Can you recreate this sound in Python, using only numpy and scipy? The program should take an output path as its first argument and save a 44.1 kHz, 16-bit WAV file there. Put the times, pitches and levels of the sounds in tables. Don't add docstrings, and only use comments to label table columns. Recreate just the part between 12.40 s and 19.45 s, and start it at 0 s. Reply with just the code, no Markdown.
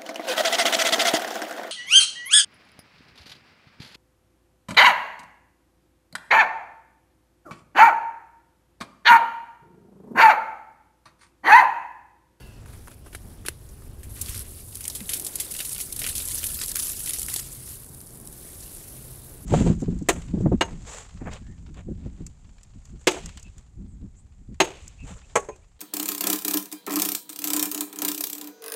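import sys
import numpy as np
from scipy import signal
from scipy.fft import rfft, irfft, next_fast_len
from scipy.io import wavfile
from scipy.ndimage import map_coordinates

SR = 44100
rng = np.random.default_rng(int(sys.argv[2]) if len(sys.argv) > 2 else 0)


def transcribe(signal):
    frames = np.atleast_2d(signal).T
    limited = np.clip(frames, -1, 1)
    pcm = np.round(limited * 32767).astype(np.int16)
    wavfile.write(sys.argv[1], SR, pcm)


N = 310905
TIME = np.arange(N) / SR
CUTOFF_HZ = 15600


def from_db(db):
    return 10 ** (np.asarray(db) / 20)


def rms_one(x):
    return x / np.sqrt(np.mean(x ** 2) + 1e-20)


def level_curve(rows):
    t_s, level_db = np.transpose(rows)
    return np.interp(TIME, t_s, level_db)


def noise():
    return rng.standard_normal(N)


def sine(hz, phase=0):
    return np.sin(2 * np.pi * hz * TIME + phase)


def drift(rate_hz):
    step = 40
    r = np.exp(-2 * np.pi * rate_hz * step / SR)
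    slow = signal.lfilter([1], [1, -2 * r, r * r], rng.standard_normal(N // step + 2002))
    slow = rms_one(slow[2000:])
    return np.interp(np.arange(N) / step, np.arange(len(slow)), slow)


def coloured(x, spectrum):
    size = 2 * next_fast_len(N // 2 + SR // 4)
    hz, db = np.transpose(spectrum)
    octave = np.log2(np.maximum(np.fft.rfftfreq(size, 1 / SR), 1))
    outside = np.abs(octave - np.clip(octave, np.log2(hz[0]), np.log2(hz[-1])))
    curve_db = np.interp(octave, np.log2(hz), db) - 18 * outside
    gain = rms_one(from_db(curve_db))
    cepstrum = irfft(np.log(gain + 1e-6))
    cepstrum[1:size // 2] *= 2
    cepstrum[size // 2 + 1:] = 0
    return irfft(rfft(x, size) * np.exp(rfft(cepstrum)))[:N]


def resonance(x, hz, width_hz):
    r = np.exp(-np.pi * width_hz / SR)
    poles = [1, -2 * r * np.cos(2 * np.pi * hz / SR), r * r]
    return np.sqrt((1 - r * r) / 2) * signal.lfilter([1, 0, -1], poles, x + 1e-18)


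def droplets(per_s, spread_db):
    sizes = from_db(spread_db * np.minimum(rng.exponential(1, N), 3))
    hits = rng.random(N) < per_s / SR
    return rms_one(hits * sizes * rng.choice([-1, 1], N))


def clumps(per_s, spread_db, decay_s, steady):
    hits = droplets(per_s, spread_db) ** 2
    power = signal.lfilter([1], [1, -np.exp(-2 / (decay_s * SR))], hits + 1e-18)
    steady = np.clip(steady, 0, 1)
    return np.sqrt(steady + (1 - steady) * power / power.mean())


def burst(age, decay_s, crack_db, crack_s):
    body = np.exp(-age / max(decay_s, 1e-3))
    crack = from_db(crack_db) * np.exp(-age / crack_s)
    return (body + crack) * (1 - np.exp(-age / 0.00021))


def add(track, t_s, sound):
    at = max(round(t_s * SR), 0)
    track[at:at + len(sound)] += sound[:N - at]


def blend(far, near, nearness):
    return np.sqrt(1 - nearness) * far + np.sqrt(nearness) * near


def speckled(x, speckle_db, rate_hz, count=11):
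    edges_hz, out = np.geomspace(2200, 16000, count + 1), 0
    for k, band in enumerate(zip(edges_hz, edges_hz[1:])):
        part = signal.sosfilt(signal.butter(2, band, "band", fs=SR, output="sos"), x)
        out = out + (-1) ** k * part * from_db(speckle_db * drift(rate_hz))
    return rms_one(out)


# t/s, level/dB
RUMBLE_LEVEL = [(0.0, -41.5), (0.35, -39.5), (0.41, -42), (1.33, -41.5), (1.98, -32), (2.04, -38.5),
                (2.92, -48.5), (4.16, -36.5), (4.22, -43.5), (5.32, -42.5), (5.73, -47), (7.05, -42)]
# f/Hz, relative density/dB
RUMBLE_SPECTRUM = [(11, -47), (18, 0.5), (76, 3), (124, -3.5), (171, -21.5), (220, -14.5), (290, -24),
                   (480, -120)]
RUMBLE_GAIN_DB = -3.5


def rumble():
    return from_db(level_curve(RUMBLE_LEVEL) + RUMBLE_GAIN_DB) * coloured(noise(), RUMBLE_SPECTRUM)


# f/Hz, relative density/dB
AIR_SPECTRUM = [(82, -18.5), (140, 1), (210, -4.5), (384, -12.5), (477, -24.5), (705, -19), (2370, -34),
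                (3500, -59), (4550, -63), (7700, -120)]
AIR_DB, AIR_WAVER_DB = -54, 2.1


def distant_air():
    return from_db(AIR_DB + AIR_WAVER_DB * drift(4.4)) * coloured(noise(), AIR_SPECTRUM)


# f/Hz, level/dB
HUM_TONES = [(86, -79), (131, -59), (242, -67), (385, -65.5)]
HUM_WAVER_DB, HUM_RISE_DB_PER_S = 3, 0.57


def hum():
    total = np.zeros(N)
    rise_db = HUM_RISE_DB_PER_S * (TIME - TIME.mean())
    for hz, level_db in HUM_TONES:
        level = from_db(level_db + rise_db + HUM_WAVER_DB * drift(0.5))
        total += level * sine(hz, 1.21 * drift(0.92))
    return total


DRONE_S, DRONE_RISE_S, DRONE_HZ, DRONE_DB = 6.47, 0.12, 128.1, -48


def drone():
    fade_in = np.clip((TIME - DRONE_S) / DRONE_RISE_S, 0, 1)
    return from_db(DRONE_DB) * fade_in * sine(DRONE_HZ, 0.57 * drift(2.9))


# f/Hz, width/Hz, relative level/dB
SLIDE_RESONANCES = [(1035, 50, -5), (1470, 50, -8), (1690, 61, -5), (2060, 80, -9), (2750, 360, 2),
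                    (4500, 400, -9)]
SLIDE_DB, SLIDE_FADE_DB_PER_S = -56.5, 47
SLIDE_TOP_S, SLIDE_RISE_PER_S, SLIDE_SAG_PER_S = 0.023, 1.24, 0.4
FRICTION_DB = 1.5
SQUEAL_END_S, SQUEAL_RELEASE_S = .21, .14


def slide():
    bend = np.minimum(SLIDE_RISE_PER_S * (TIME - SLIDE_TOP_S), SLIDE_SAG_PER_S * (SLIDE_TOP_S - TIME))
    ratio = np.exp(bend + 0.0034 * drift(13))
    friction = noise()
    ringing, squeal = np.zeros((2, N))
    for hz, width_hz, db in SLIDE_RESONANCES:
        ringing += from_db(db) * resonance(friction, hz, width_hz)
        squeal += from_db(db + 2 * drift(14)) * sine(hz, .5 * drift(25))
    squeal_fade = np.clip((SQUEAL_END_S - TIME) / SQUEAL_RELEASE_S, 0, 1)
    unbent = rms_one(squeal) * squeal_fade + from_db(FRICTION_DB) * rms_one(ringing)
    stroke = map_coordinates(unbent, [np.cumsum(ratio)], order=1)
    return from_db(SLIDE_DB - SLIDE_FADE_DB_PER_S * TIME) * stroke


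# t/s, level/dB, contact cut-off f/Hz, rub decay/s
KNOCK_EVENTS = [(0.259, -40, 1890, 0.0038), (0.281, -49, 1900, 0.03), (0.33, -47.5, 2400, 0.019),
                (0.474, -30, 1400, 0.0011), (0.481, -30.5, 1420, 0.0024), (0.514, -41.5, 2100, 0.0056),
                (0.661, -34.5, 1030, 0.012), (0.728, -43.5, 3320, 0.013), (0.7484, -27, 2190, 0.004),
                (1.0506, -37, 2100, 0.0053), (1.0605, -38.5, 7040, 0.0053), (1.0627, -41, 6000, 0.0048),
                (1.076, -43.5, 3000, 0.023), (1.0841, -17.5, 3700, 0.0019), (1.421, -44, 1940, 0.0027)]
# f/Hz, relative density/dB
KNOCK_BODY_SPECTRUM = [(300, 4), (600, 1), (800, -0.5), (1100, 4.5), (1380, 9), (1900, 7), (2800, 6.5),
                       (3600, 1.5), (5000, 0), (6200, 5.5)]
# f/Hz, relative density/dB
KNOCK_EDGE_SPECTRUM = [(3000, -6), (5500, -12.5), (7500, -9), (8500, -5.5), (9400, -6), (10100, 1),
                       (11000, -5), (12500, -11), (15500, -19)]
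EDGE_DB, EDGE_AT_HZ, EDGE_DB_PER_OCTAVE = -2.5, 3600, 8
RUB_RISE_S = 0.00063


def knocks():
    age = TIME[:SR // 10]
    force, edge = np.zeros((2, N))
    crack = from_db(14.5) * signal.unit_impulse(len(age))
    for t_s, body_db, contact_hz, decay_s in KNOCK_EVENTS:
        rub = rng.standard_normal(len(age)) * np.exp(-age / decay_s) * (1 - np.exp(-age / RUB_RISE_S))
        blow = signal.lfilter(*signal.butter(3, contact_hz, fs=SR), rub + crack)
        add(force, t_s + 0.00036, from_db(body_db) * blow)
        edge_db = body_db + EDGE_DB + EDGE_DB_PER_OCTAVE * np.log2(contact_hz / EDGE_AT_HZ)
        add(edge, t_s, from_db(edge_db) * burst(age, decay_s * 1.78, crack_db=-19.0, crack_s=0.00049))
    return coloured(force, KNOCK_BODY_SPECTRUM) + coloured(edge * noise(), KNOCK_EDGE_SPECTRUM)


# t/s, initial f/Hz, level/dB, decay/s
BUMP_EVENTS = [(0.48, 990, -38, 0.0039), (0.514, 614, -46, 0.005), (0.73, 400, -46, 0.0071),
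               (0.749, 388, -30, 0.0033), (1.051, 380, -33, 0.004), (1.0848, 383, -20, 0.0026),
               (2.612, 231, -30, 0.02)]
BUMP_SAG_PER_S = 8.5


def bumps():
    total = np.zeros(N)
    for t_s, hz, level_db, decay_s in BUMP_EVENTS:
        age = np.maximum(TIME - t_s, 0)
        cycles = hz * (1 - np.exp(-BUMP_SAG_PER_S * age)) / BUMP_SAG_PER_S
        envelope = np.exp(-age / decay_s) * (1 - np.exp(-age / 0.00065))
        total += from_db(level_db) * np.sin(2 * np.pi * cycles) * envelope
    return total


# t/s, level/dB
SOIL_LEVEL = [(0.0, -55.5), (0.7, -59.5), (1.8, -54.5), (2.35, -58), (2.83, -49), (3.3, -55.5),
              (3.73, -53.5), (5.5, -57), (7.05, -53.5)]
# f/Hz, relative density/dB
SOIL_SPECTRUM = [(190, -15.5), (270, 5.5), (420, 4.5), (650, -2), (800, -5.5), (1000, -8.5), (1600, -13.5)]
SOIL_GAIN_DB = -0.5


def soil(landing):
    drumming = coloured(droplets(per_s=2500, spread_db=-3.5), SOIL_SPECTRUM)
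    return from_db(level_curve(SOIL_LEVEL) + SOIL_GAIN_DB) * drumming * np.sqrt(landing)


# t/s, level/dB
JET_LEVEL = [(0.0, -59), (0.31, -69.5), (0.45, -69), (1.45, -55.5), (1.67, -47.5), (1.92, -46.5),
             (2.32, -45), (2.55, -41.5), (3.1, -39), (3.22, -37), (3.59, -39), (3.83, -31.5), (4.83, -35),
             (5.03, -40), (5.46, -47.5), (5.79, -47.5), (6.34, -43), (7.05, -49.5)]
# t/s, length/s, spray change/dB, patter change/dB
JET_SURGES = [(0.265, 0.28, 11.5, 19), (0.56, 0.043, 7, -7), (0.64, 0.31, 7, 9), (1.475, 0.21, -7.5, -5),
              (1.75, 0.13, 4, 11.5), (1.876, 0.14, 7, 14), (2.035, 0.031, -4, 5.5),
              (2.217, 0.092, -1.5, -7), (2.686, 0.075, 5, 12), (2.977, 0.063, -0.5, 8),
              (3.048, 0.047, -2, 2.5), (3.104, 0.41, 2, 2), (3.433, 0.12, -2.5, -4.5), (3.59, 0.11, 1.5, 5),
              (3.715, 0.023, -0.5, 0), (4.201, 0.046, -1.5, 7.5), (4.377, 0.12, 4, 3.5),
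              (4.545, 0.088, 1.5, -2.5), (4.633, 0.056, 3.5, 1), (4.882, 0.12, 6.5, 9),
              (5.015, 0.071, -0.5, 3), (5.252, 0.11, 5, 4), (5.45, 0.46, -2, -21)]
SURGE_ATTACK_S, SURGE_RELEASE_S = .012, .018
SPRAY_GAIN_DB = -0.14
PATTER_DB, DRIP_DB = -13, -64


def jet():
    spray_db = level_curve(JET_LEVEL)
    patter_db = spray_db + PATTER_DB
    for t_s, length_s, spray_lift_db, patter_lift_db in JET_SURGES:
        attack = (TIME - t_s) / SURGE_ATTACK_S
        release = 1 + (t_s + length_s - TIME) / SURGE_RELEASE_S
        swell = np.clip(np.minimum(attack, release), 0, 1)
        spray_db = spray_db + spray_lift_db * swell
        patter_db = patter_db + patter_lift_db * swell
    with_drip = np.hypot(from_db(patter_db), from_db(DRIP_DB))
    return spray_db + SPRAY_GAIN_DB, 20 * np.log10(with_drip)


# f/Hz, relative density/dB
FAR_SPRAY_SPECTRUM = [(1760, -69), (3000, -58), (3490, -10), (6090, -6.5), (10200, 8), (11400, 7),
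                      (14900, -5), (15500, 2)]
# f/Hz, relative density/dB
SPLASH_SPECTRUM = [(1760, -32.5), (3000, -14), (5880, -6.5), (10500, 4.5), (14900, -8), (15500, -5.5)]


def spray(spray_db, landing, nearness):
    far_clumps = clumps(per_s=2300, spread_db=-21.0, decay_s=0.0043, steady=0.27)
    far_hiss = coloured(droplets(per_s=16000, spread_db=1.5) * far_clumps, FAR_SPRAY_SPECTRUM)
    crackle = coloured(droplets(per_s=12000, spread_db=5.0) * landing, SPLASH_SPECTRUM)
    far = speckled(far_hiss, speckle_db=2.0, rate_hz=55)
    near = speckled(crackle, speckle_db=3.5, rate_hz=30)
    return from_db(spray_db) * blend(far, near, nearness)


# f/Hz, relative gain/dB
PATTER_SPECTRUM = [(250, 25), (600, -27.5), (1000, -2), (1600, 0), (3000, 1), (5000, 1), (8000, -2),
                   (13000, -9)]
LEAF_SWELL_DB = 3.5


def leaf_taps(per_s, spread_db, width_share, count=30):
    clicks, leaf = droplets(per_s, spread_db), rng.integers(0, count, N)
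    taps = np.zeros(N)
    for k, hz in enumerate(np.geomspace(800, 9000, count)):
        ringing = resonance(clicks * (leaf == k), hz, hz * width_share)
        taps += np.sqrt(hz) * ringing * from_db(LEAF_SWELL_DB * drift(9.3))
    return rms_one(coloured(taps, PATTER_SPECTRUM))


NEAR_TAPS_DB = -0.5


def patter(patter_db, landing, nearness):
    taps = leaf_taps(per_s=2600, spread_db=4.5, width_share=0.055) * landing
    wash = leaf_taps(per_s=9000, spread_db=3.5, width_share=0.16)
    return from_db(patter_db) * blend(wash, from_db(NEAR_TAPS_DB) * taps, nearness)


SPRINKLE_S, SPRINKLE_LENGTH_S, SPRINKLE_PER_S = 5.42, .52, 72
SPRINKLE_DB, SPRINKLE_SPREAD_DB = -45.5, 11.5
SPRINKLE_SPLASH_DB = -6
SPRINKLE_HZ, SPRINKLE_OCTAVES, SPRINKLE_DECAY_S = 10300, 0.13, 0.0027


def sprinkle():
    when, size, pitch = rng.random((int(SPRINKLE_PER_S * SPRINKLE_LENGTH_S), 3)).T
    t_s = SPRINKLE_S + SPRINKLE_LENGTH_S * when
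    slap_db = SPRINKLE_DB + SPRINKLE_SPREAD_DB * (2 * size - 1)
    hz = np.minimum(SPRINKLE_HZ * 2 ** (SPRINKLE_OCTAVES * (2 * pitch - 1)), CUTOFF_HZ)
    decay_s = np.full(len(hz), SPRINKLE_DECAY_S)
    return np.transpose([t_s, slap_db + SPRINKLE_SPLASH_DB, slap_db, hz, decay_s])


STRAYS_PER_S, STRAY_SPREAD_DB = 45, 4.5
STRAY_PEAK_DB, STRAY_SLAP_DB = 8, -11.5
STRAY_HZ, STRAY_OCTAVES, STRAY_DECAY_S = 3800, 1.3, 0.0027


def strays(spray_db, nearness):
    when, luck, size, slap, pitch = rng.random((int(STRAYS_PER_S * N / SR), 5)).T
    at = (when * N).astype(int)
    level_db = spray_db[at] + STRAY_SPREAD_DB * (2 * size - 1)
    slap_db = level_db + STRAY_SLAP_DB + STRAY_SPREAD_DB * (2 * slap - 1)
    hz = STRAY_HZ * 2 ** (STRAY_OCTAVES * (2 * pitch - 1))
    decay_s = np.full(len(at), STRAY_DECAY_S)
    rows = np.transpose([TIME[at], level_db + STRAY_PEAK_DB, slap_db, hz, decay_s])
    return rows[luck < nearness[at]]


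GAP_S, GAP_FROM_DB = 0.054, -11
GAP_DEEPENS = 0.57


def gaps():
    age = TIME[:SR // 20]
    dip = np.clip(np.minimum(2 * age / GAP_S, 1 + (GAP_S - age) / 0.0063), 0, 1)
    thinning_db = np.zeros(N)
    for t_s, peak_db, *_ in SLUGS:
        add(thinning_db, t_s - GAP_S, GAP_DEEPENS * max(peak_db - GAP_FROM_DB, 0) * dip)
    return -thinning_db


# t/s, splash level/dB, slap level/dB, leaf f/Hz, decay/s
SLUGS = [(1.29, -43, -46, 6950, .008), (1.632, -29.5, -45.5, 2280, 0.011), (1.766, -39, -42, 1900, .005),
         (1.812, -20, -50, 4600, .003), (1.814, -10.5, -42, 4680, 0.0068), (1.860, -26, -34, 4530, 0.0065),
         (1.893, -17, -40, 2460, 0.0062), (1.945, -23, -35.5, 2170, 0.0042),
         (1.977, -18.5, -36, 4500, 0.0038), (1.993, -11.5, -54, 6000, 0.00091),
         (2.327, -40, -43, 3930, .004), (2.348, -16, -53, 6900, 0.00086), (2.354, -17, -45, 3000, 0.0044),
         (2.370, -21, -48, 1900, 0.0033), (2.4071, -21, -37.5, 2780, 0.0077),
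         (2.4412, -18.5, -33, 6000, 0.0044), (2.4527, -15.5, -31.5, 2950, 0.0051),
         (2.4795, -8.5, -37, 2320, 0.0029), (2.4998, -20, -28.5, 5260, 0.0067),
         (2.5506, -17.5, -34.5, 3880, 0.017), (2.605, -24, -33.5, 2650, 0.0042),
         (2.683, -29, -38.5, 7000, .003), (2.6922, -13, -28.5, 2980, 0.013), (2.72, -27, -32, 3020, 0.0036),
         (2.734, -10.5, -29.5, 3270, 0.014), (2.766, -18, -50, 5000, 0.011),
         (2.797, -14, -41, 2820, 0.0051), (2.8225, -16, -43, 4000, 0.0011),
         (2.8469, -15.5, -52, 4230, 0.0073), (2.8651, -12, -33, 4200, 0.0076),
         (2.9557, -10.5, -36.5, 2400, 0.0057), (2.9999, -12, -31, 3280, 0.015),
         (3.112, -17.5, -39, 4800, .008), (3.139, -13.5, -39, 3600, 0.0041), (3.15, -34, -34, 2580, 0.0061),
         (3.165, -16, -38, 3600, 0.0043), (3.1913, -17, -29, 2930, 0.0073),
         (3.2033, -14, -24.5, 2750, 0.0087), (3.2492, -17.5, -37, 3580, 0.014),
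         (3.293, -13.5, -41, 4500, 0.0036), (3.330, -16, -38, 4000, 0.0038),
         (3.348, -16, -34, 4480, 0.0022), (3.363, -27, -32, 3100, 0.0037),
         (3.381, -8.5, -44.5, 7000, 0.0012), (3.402, -14.5, -31, 3540, .005),
         (3.409, -15, -41, 3940, 0.014), (3.525, -14.5, -38, 4400, 0.0054),
         (3.5623, -15.5, -38, 4500, 0.0053), (3.591, -16.5, -36, 3840, 0.018),
         (3.618, -17, -24.5, 2740, 0.004), (3.6425, -19, -22.5, 3020, 0.004),
         (3.649, -19, -28, 2740, 0.0037), (3.6649, -13, -25, 2300, 0.0058),
         (3.673, -11.5, -30.5, 2480, 0.0043), (3.6886, -13.5, -29, 3800, 0.013),
         (3.7527, -15, -31.5, 3820, 0.022), (3.781, -9.5, -25.5, 5850, 0.0021),
         (3.801, -23.5, -30, 3800, 0.013), (3.853, -17, -53.5, 4500, 0.0049),
         (3.886, -7, -47, 6050, 0.00081), (3.9156, -17.5, -37, 3530, 0.0053), (3.953, -14, -43, 6500, 0.01),
         (4.032, -17, -29.5, 3070, 0.0024), (4.04, -11.5, -29, 2900, 0.0073),
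         (4.067, -10.5, -37, 4360, 0.0047), (4.2138, -16, -33, 1720, 0.0061),
         (4.217, -17.5, -28, 4460, 0.0048), (4.236, -16, -31.5, 4570, 0.0044),
         (4.261, -12, -44.5, 5000, 0.0016), (4.2823, -6, -41, 4630, 0.00094),
         (4.3157, -9, -28, 5900, 0.0027), (4.357, -2.5, -28, 1740, 0.002), (4.369, -12, -34, 1780, .003),
         (4.3669, -9.5, -29.5, 4830, 0.0031), (4.399, -17.5, -26, 5180, 0.003),
         (4.423, -17, -30, 4800, 0.011), (4.533, -15, -33, 3800, 0.0013), (4.674, -22, -30, 2930, 0.0065),
         (4.694, -15, -29.5, 3360, 0.0037), (4.707, -11, -33, 3400, 0.0022), (4.734, -13, -33, 3856, 0.011),
         (4.786, -15.5, -27, 7000, 0.0042), (4.7945, -13, -44, 4870, 0.0042),
         (4.8172, -12, -36, 2840, 0.0028), (4.830, -10, -39.5, 3480, .003),
         (4.863, -10.5, -50, 5000, 0.0015), (4.885, -15, -30, 2130, .005), (4.900, -18, -30, 4360, 0.0046),
         (4.94, -6.5, -32, 4380, 0.002), (4.9618, -11.5, -24.5, 4570, 0.0041),
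         (4.996, -12, -37, 3800, 0.0025), (5.126, -23, -52.5, 6000, 0.0049), (5.546, -28, -46, 5920, .003),
         (5.6049, -27, -43, 5600, 0.0019), (5.672, -35, -47.5, 5920, 0.003),
         (5.706, -41.5, -40.5, 8050, 0.0048), (5.755, -29.5, -52, 6000, 0.003),
         (5.874, -16.5, -45, 4680, 0.0012), (6.205, -40, -37, 7500, 0.0067)]
SHOWER_DB, SLAP_DB = -10, -8.5
CRACK_DB = 20
REBOUND, REBOUND_S = 0.36, .0013
SLAP_WIDTH_HZ = 2760
RING_DB, RING_WIDTH_SHARE = -7.5, .09
FLAP_DB, FLAP_HZ = 2.5, 990
PLIP_DB, PLIP_OCTAVES = -7, 0.63


def splats(slugs, count=4):
    age = TIME[:SR // 16]
    shower_power, slaps, flaps = np.zeros((3, N))
    grit = coloured(droplets(per_s=13000, spread_db=-3.5), SPLASH_SPECTRUM)
    grit = speckled(grit, speckle_db=1.0, rate_hz=27)
    crack = from_db(CRACK_DB) * signal.unit_impulse(len(age))
    for t_s, peak_db, slap_db, hz, decay_s in slugs:
        splash = from_db(peak_db + SHOWER_DB) * burst(age, decay_s, crack_db=-7.0, crack_s=0.00013)
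        add(shower_power, t_s, splash ** 2)

        rush = rng.standard_normal(len(age)) * np.exp(-age / decay_s)
        push = from_db(slap_db + SLAP_DB) * (crack + rush)
        delay_s = REBOUND_S * (.5 + rng.random())
        push = push - REBOUND * np.interp(age - delay_s, age, push, left=0)
        add(flaps, t_s, push)

        width_hz = min(SLAP_WIDTH_HZ * np.sqrt(hz / STRAY_HZ), 0.9 * hz)
        leaf = signal.butter(2, [hz - width_hz / 2, hz + width_hz / 2], "band", fs=SR)
        slap = np.sqrt(SR / 2 / width_hz) * signal.lfilter(*leaf, push)
        ring = from_db(RING_DB) * resonance(push, hz, RING_WIDTH_SHARE * hz)
        add(slaps, t_s, slap + ring)

        for wait, detune, size in rng.random((count, 3)):
            cycles = hz * 2 ** (PLIP_OCTAVES * (2 * detune - 1)) * age
            plip = np.sin(2 * np.pi * cycles) * np.exp(-cycles / 4)
            plip_db = slap_db + PLIP_DB - 2.0 * wait - 4.4 * size
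            add(slaps, t_s + 3.8 * decay_s * wait, from_db(plip_db) * plip)
    flap = from_db(FLAP_DB) * signal.lfilter(*signal.butter(2, FLAP_HZ, fs=SR), flaps)
    return np.sqrt(shower_power) * grit + slaps + flap


FAR_DB, NEAR_DB = -48, -33.5


def scene():
    background = rumble() + distant_air() + hum() + drone()
    handling = slide() + knocks() + bumps()
    spray_db, patter_db = jet()
    nearness = np.clip((spray_db - FAR_DB) / (NEAR_DB - FAR_DB), .02, .95)
    landing = clumps(per_s=350, spread_db=5.5, decay_s=0.0055, steady=0.52)
    thinning_db = gaps()
    spray_db, patter_db = spray_db + thinning_db, patter_db + thinning_db
    water = soil(landing) + spray(spray_db, landing, nearness) + patter(patter_db, landing, nearness)
    slugs = [*SLUGS, *strays(spray_db, nearness), *sprinkle()]
    return (background + handling + water + splats(slugs))[None]


def record(dry):
    return signal.sosfilt(signal.ellip(12, .1, 80, CUTOFF_HZ, fs=SR, output="sos"), dry)


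dry = scene()
out = record(dry)
transcribe(out)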